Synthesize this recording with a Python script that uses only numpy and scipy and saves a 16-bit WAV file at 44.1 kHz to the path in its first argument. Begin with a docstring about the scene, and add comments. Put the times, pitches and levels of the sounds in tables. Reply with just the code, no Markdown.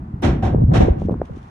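"""Over the low hum of a yard, wind on the microphone drops, and tires are shoved into a crowded steel container.
Two bangs ring through the box and die away; the rising gust throbs, and a third bang lands in quick surges.
The gust buffets the microphone with dull thumps, sputters and short pops, then drops away in uneven puffs.
Near the end boots shift faintly on snow. The box and wind are shaped noise with ringing or throbbing tones;
the pops are short pulses, the boots and yard are shaped noise, and a limiter holds down the loudest moments."""
import sys
import numpy as np
from scipy import signal
from scipy.fft import rfft, irfft
from scipy.io import wavfile
from scipy.ndimage import uniform_filter1d

SR = 44100
rng = np.random.default_rng(int(sys.argv[2]) if len(sys.argv) > 2 else 0)


def wrap_up_sound(samples):
    """Save the sound to the file named by the first command line argument, as 16-bit audio."""
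    columns = np.atleast_2d(samples).T
    # keep every value between -1 and 1, then stretch to whole-number steps
    tamed = np.clip(columns, -1, 1)
    steps = np.round(tamed * 32767).astype(np.int16)
    wavfile.write(sys.argv[1], SR, steps)


N = 66150
T = np.arange(N) / SR  # time of each sample [s]
HZ = np.fft.rfftfreq(N, 1 / SR)  # pitch of each spectrum line [Hz]
MONO_HZ = 138  # towards the bass below this, left and right become the same

# how alike left and right are for the box echoes and boots: (pitch [Hz], likeness [-1 to 1])
BOX_ALIKE = [(200, 1), (350, 0.86), (600, 0.15), (1300, 0.1814), (3000, 0.13), (12000, 0.6)]
# how alike left and right are for the wind: (pitch [Hz], likeness [-1 to 1])
WIND_ALIKE = [(190, 0.97), (350, 0.66), (600, 0.4)]


def amp(db):
    """Turns decibels into gain."""
    return 10 ** (np.asarray(db) / 20)


def unit(x):
    """Scales a signal to an average (rms) level of 1."""
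    return x / np.sqrt(np.mean(x ** 2) + 1e-20)


def read(points, hz):
    """Reads a table between its points, along a logarithmic pitch axis."""
    f, value = np.transpose(points)
    return np.interp(np.log(hz + 1), np.log(f + 1), value)


def pair(spectrum, alike):
    """Left and right spectra of coloured noise; a shared part makes the sides alike, most in the bass."""
    shared, other = rfft(rng.standard_normal((2, N)))
    bass_to_one = HZ ** 4 / (HZ ** 4 + MONO_HZ ** 4)
    # the cosine of this angle is the likeness
    angle = np.arccos(np.clip(read(alike, HZ), -1, 1)) * bass_to_one
    right = np.cos(angle) * shared + np.sin(angle) * other
    return np.array([shared, right]) * amp(read(spectrum, HZ))


def swells(rows):
    """Level curve made of bell-shaped swells."""
    return sum(amp(db) * np.exp(-.5 * ((T - at) / length) ** 2) for at, db, length in rows)


def grains(depth_db, size):
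    """Uneven level curve from smoothed noise; size is the smoothing in samples."""
    return unit(amp(depth_db * unit(uniform_filter1d(rng.standard_normal(N), size=size))))


def bang(start, db, treble_db, boom_db, ring_db, build, hold, stretch, treble_hz=1200, boom_hz=400):
    """One bang or surge: a faint crack, then echoes build up and die band by band while the steel walls ring."""
    # colour of the box echoes: (pitch [Hz], relative level [dB per Hz])
    box = [(35, -38.5), (65, -1), (120, -1.5), (230, -3), (295, -2), (360, -8), (450, -13), (590, -9),
           (760, -15), (1020, -20.5), (1700, -24.5), (2700, -29.5), (3600, -32), (4200, -36.5), (4800, -44),
           (5500, -37), (8000, -48.5), (10000, -53.5), (12500, -68)]
    # dying of the echoes before the stretch: (pitch [Hz], time to fall by 60 dB [s])
    box_t60 = [(100, 0.38), (300, 0.67), (750, 0.37), (1400, 0.44), (3700, 0.3), (9700, 0.24)]
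    # ringing modes of the steel walls: (pitch [Hz], relative level [dB])
    panels = [(110, 0), (236, -2), (342, -8), (576, -14), (712, -9), (750, -7), (780, -9), (914, -17),
              (962, -21), (1083, -21), (1235, -24), (1416, -25), (1523, -25), (1609, -23), (1799, -26)]
    panel_db, panel_ring = -5.5, 1.16  # level of the modes; their decay time relative to the echoes
    crack_db, crack_s = -33.5, 0.0031  # first contact: level relative to the bang, fade time

    age = np.maximum(T - start, 0)
    dying = np.maximum(age - hold, 0) / stretch
    echo = pair(box, BOX_ALIKE)
    echo = echo / irfft(echo, N).std() * ports(HZ)
    treble = treble_db * HZ ** 2 / (HZ ** 2 + treble_hz ** 2)
    bass = boom_db * boom_hz ** 2 / (HZ ** 2 + boom_hz ** 2)
    echo = echo * amp(treble + bass)

    ringing = np.zeros((2, N))
    # split into overlapping bands that add up to the whole; each has its own decay
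    for own, (_, t60) in zip(np.eye(len(box_t60)), box_t60):
        band = read([(f, weight) for (f, _), weight in zip(box_t60, own)], HZ)
        ringing += irfft(echo * band, N) * amp(-60 * dying / t60)
    for (hz, mode_db), turn in zip(panels, rng.random(len(panels))):
        fade = amp(-60 * age / (panel_ring * stretch * read(box_t60, hz)))
        tone = (ports(hz) * np.exp(2j * np.pi * (hz * age + turn))).real
        ringing += amp(panel_db + ring_db + mode_db) * fade * tone

    crack_level = (T >= start) * amp(crack_db + treble_db) * np.exp(-age / crack_s)
    crack = crack_level * rng.standard_normal((2, N))
    return amp(db) * ((1 - np.exp(-age / build)) * ringing + crack)


def ports(hz):
    """Level and phase with which the container reaches the left and right microphone port."""
    # (pitch [Hz], left minus right [dB])
    lean = [(130, 0), (350, 2.5), (850, -4.5), (2050, -1.5), (5000, -2), (12000, 1)]
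    # (pitch [Hz], how far left leads right [radians])
    lead = [(180, 0), (330, 0.75), (550, -2), (900, 0.26), (1450, -4.5), (2000, -5.5), (4500, -4.5),
            (10000, -4.5)]
    side = np.array([[.5], [-.5]])
    return amp(side * read(lean, hz)) * np.exp(1j * side * read(lead, hz))


def wind():
    """Low, lumpy noise of turbulent air at the microphone, as loud as the gust at each moment."""
    # strength of the wind: (time [s], level [dB])
    gust = [(0, -31.5), (0.12, -68), (0.2, -44), (0.29, -15), (0.37, -22.5), (0.47, -20), (0.56, -16.5),
            (0.65, -20.5), (0.745, -17), (0.82, -13.5), (0.9, -14.5), (0.95, -29), (1.05, -20.5),
            (1.12, -24.5), (1.235, -25.5), (1.27, -43), (1.33, -31.5), (1.5, -47)]
    # colour of the wind: (pitch [Hz], relative level [dB per Hz])
    colour = [(20, -17), (32, -10.5), (48, 1.5), (80, 2), (130, -0.5), (200, -4), (320, -18.5), (500, -25),
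              (900, -54.5), (2000, -88.5)]
    lump_db, lump_s = 1.0, 0.012  # depth of the lumps, time they are smoothed over
    lumps = uniform_filter1d(rng.standard_normal(N), int(lump_s * SR))
    lumps = unit(uniform_filter1d(lumps, int(lump_s * SR / 2)))
    rumble = unit(irfft(pair(colour, WIND_ALIKE), N) * amp(lump_db * lumps))
    return amp(np.interp(T, *np.transpose(gust))) * rumble


def boom():
    """Before the gust peaks, the air throbs as one low tone, whose pitch sags and then glides up."""
    # (time [s], level [dB], pitch [Hz])
    throb = [(0.595, -12, 105), (0.61, -19.5, 114.4), (0.623, -5, 141), (0.634, -13, 111.8),
             (0.651, -2, 66.8), (0.67, -17, 78.4), (0.698, -1.5, 115), (0.71, -15, 142),
             (0.728, -11, 175.5)]
    fade_s, octave_db = 0.012, -19  # fade at both ends; level of the tone an octave above
    at, db, hz = np.transpose(throb)
    turns = np.cumsum(np.interp(T, at, hz)) / SR
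    outside = np.maximum(np.maximum(at[0] - T, T - at[-1]), 0)
    level = amp(np.interp(T, at, db)) * np.exp(-(outside / fade_s) ** 2)
    octave = amp(octave_db) * np.sin(2 * 2 * np.pi * turns)
    return level * (np.sin(2 * np.pi * turns) + octave)


def flutter():
    """Quick, uneven sputter of air at the ports: grainy noise in short bursts."""
    # (time [s], level [dB], half-width of the swell [s])
    bursts = [(0.536, -28.5, 0.0055), (0.58, -30, 0.009), (0.845, -27, 0.03), (1.12, -29.5, 0.017),
              (1.228, -31.5, 0.009)]
    # (pitch [Hz], relative level [dB per Hz])
    colour = [(80, -34.5), (250, -13), (450, 9), (750, -5.5), (1100, -13.5), (1600, -36), (3000, -54.5)]
    grain = uniform_filter1d(grains(4, size=160), size=60)
    return swells(bursts) * unit(irfft(pair(colour, WIND_ALIKE), N) * grain)


def swirl():
    """Air crossing the microphone sputters, pushing on one port while it pulls on the other."""
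    # (time [s], level [dB], half-width of the swell [s])
    bursts = [(0.575, -28, 0.054), (0.627, -23.5, 0.0091), (0.735, -21.5, 0.03), (0.809, -15, 0.0032),
              (0.83, -15.5, 0.017), (0.89, -19.5, 0.028), (0.972, -31, 0.014), (1.09, -37, 0.054),
              (1.33, -42.5, 0.027)]
    # (pitch [Hz], relative level [dB per Hz])
    colour = [(60, -47.5), (150, -14.5), (330, 4), (450, 3), (700, -3.5), (1000, -10.5), (1500, -30),
              (2500, -37.5), (5000, -52), (10000, -67)]
    grain = uniform_filter1d(grains(3, size=200), size=60)
    noise = unit(irfft(rfft(rng.standard_normal(N)) * amp(read(colour, HZ)), N))
    return np.array([[1], [-1]]) * swells(bursts) * noise * grain


def eddy(at, db, hz, narrow, lead):
    """A brief drop of pressure, highs first and lows after, as an eddy passes the two ports."""
    glide, skirt = 2.2, 0.85  # strength of the glide from high to low; how fast the treble falls off
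    ratio = HZ / hz + 1e-9
    away = np.log(ratio) + (1 - ratio ** skirt) / skirt  # zero at the main pitch, negative around it
    # the lead between the ports shrinks towards the bass
    apart = lead * np.array([[.5], [-.5]]) * HZ ** 2 / (HZ ** 2 + MONO_HZ ** 2)
    pop = irfft(np.exp((narrow - 1j * glide) * away + 1j * apart - 2j * np.pi * HZ * at), N)
    return -amp(db) * pop / abs(pop).max()


def boots():
    """Packed snow gives soft crunches: shaped noise with a fast, grainy level."""
    # (time [s], level [dB], half-width of the swell [s])
    scuffs = [(1.005, -55, 0.015), (1.052, -58.5, 0.015), (1.12, -61.5, 0.008), (1.26, -59, 0.011),
              (1.373, -61.5, 0.011), (1.46, -62.5, 0.11)]
    # (pitch [Hz], relative level [dB per Hz])
    snow = [(300, -13), (2500, 9.5), (3600, 5), (4800, -4.5), (5900, 1.5), (7500, -9), (11000, -13),
            (13000, -61)]
    return swells(scuffs) * grains(4, size=90) * unit(irfft(pair(snow, BOX_ALIKE), N))


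def yard():
    """Steady noise of the yard: its low hum fades while its hiss grows a little."""
    # (pitch [Hz], relative level [dB per Hz])
    colour = [(20, -27.5), (60, 2.5), (110, -1.5), (170, -0.5), (250, -5.5), (330, -10), (500, -21.5),
              (750, -13.5), (1100, -16), (1600, -25), (3000, -40.5), (6000, -50.5), (12000, -60)]
    # (pitch [Hz], left-right likeness [-1 to 1])
    alike = [(230, 1), (400, 0.81), (700, -0.43), (1100, -0.55), (2000, 0.08), (4000, -0.37), (12000, 0.29)]
    level_db, hum_hz = -39.5, 403  # level before the drifts; the hum lies below this pitch
    hum_drift, hiss_drift = -11.5, 2  # [dB per s]
    spectrum = pair(colour, alike)
    whole = irfft(spectrum, N)
    hum = irfft(spectrum / (1 + (HZ / hum_hz) ** 4), N)
    since = T - T.mean()  # time from the middle [s]
    drifting = hum * amp(hum_drift * since) + (whole - hum) * amp(hiss_drift * since)
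    return amp(level_db) * drifting / whole.std()


def scene():
    """Container, boots and yard at a distance; wind right at the microphone."""
    # two bangs, then the quick surges of a third: (time [s], level [dB], treble [dB], boom [dB],
    # wall ring [dB], build-up [s], hold [s], decay stretch [times])
    bangs = [(0.221, -12.5, 2.5, -2, -2, 0.014, 0.031, 0.97),
             (0.423, -15, -8, -10, 3.5, 0.0054, 0.044, 0.8),
             (0.712, -18, -19.5, 2.5, -5, 0.0017, 0.066, 0.57), (0.734, -11, 0, -9.5, 0, 0.0059, 0.036, 1),
             (0.800, -13, -2.5, -8, 3, 0.0024, 0.025, 0.88)]
    # eddies that hit the microphone: (time [s], peak level [dB], main pitch [Hz],
    # narrowness [no unit], lead of the left port above the bass [radians])
    eddies = [(0.144, -15, 90, 5.3, 0), (0.298, -11.5, 190, 2.7, 0.12), (0.334, -7, 148, 3.6, 0),
              (0.5484, -3.5, 210, 1.98, -0.34), (0.566, -11.5, 84, 6.5, 0.19), (0.64, -8, 195, 12, -0.98),
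              (0.692, -28, 500, 27, 0.49), (0.719, -10.5, 190, 8, 0.65), (0.783, -7, 118, 27, 0.66),
              (0.831, -2, 63, 9.4, 0), (0.8853, -4.5, 406, 19.4, 0.57), (0.911, -1.5, 59.3, 8.3, -0.11),
              (0.975, -13, 101.7, 4.8, -0.22), (1.0197, -15, 452, 5.5, 0.91),
              (1.0302, -26.5, 330, 3.6, -0.052), (1.054, -15, 172, 3.4, 0), (1.0876, -11, 380, 9.4, 0.23),
              (1.0965, -9.5, 310, 2.5, 0.03), (1.111, -13, 254, 2.8, -0.028), (1.128, -10, 170, 9.6, 0.48),
              (1.142, -21.5, 678, 6.2, 1), (1.157, -15.5, 208, 7.7, 0), (1.201, -23, 310, 7.8, 0),
              (1.2161, -27.5, 1340, 17, 0.05), (1.218, -7.5, 476, 7.9, 0.23), (1.299, -30.5, 484, 47, 1),
              (1.311, -20, 120, 6.9, -2), (1.373, -25, 270, 12.4, 0)]
    far = yard() + boots() + sum(bang(*row) for row in bangs)
    return far + wind() + boom() + flutter() + swirl() + sum(eddy(*row) for row in eddies)


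def record(dry):
    """A limiter ducks loud moments and recovers steadily; peaks are rounded and the top treble is cut."""
    limit_db, slope, recover = -12.5, 0.42, 81  # threshold; dB ducked per dB over it; recovery [dB per s]
    ceiling, edge_hz = 0.92, 12600  # level where peaks are rounded; upper pitch limit
    power_db = 10 * np.log10(abs(uniform_filter1d((dry ** 2).mean(0), size=400)) + 1e-12)
    # follow each rise in level at once, then sink at the recovery speed
    fall = T * recover
    held_db = np.maximum.accumulate(power_db + fall) - fall
    over_db = np.maximum(held_db - limit_db, 0)
    ducked = dry * amp(-slope * uniform_filter1d(over_db, size=200))
    rounded = ducked / (1 + (ducked / ceiling) ** 8) ** (1 / 8)
    low_pass = signal.firwin(511, edge_hz, window=("kaiser", 9), fs=SR)
    return signal.oaconvolve(rounded, low_pass[None], "same")


dry = scene()
out = record(dry)
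wrap_up_sound(out)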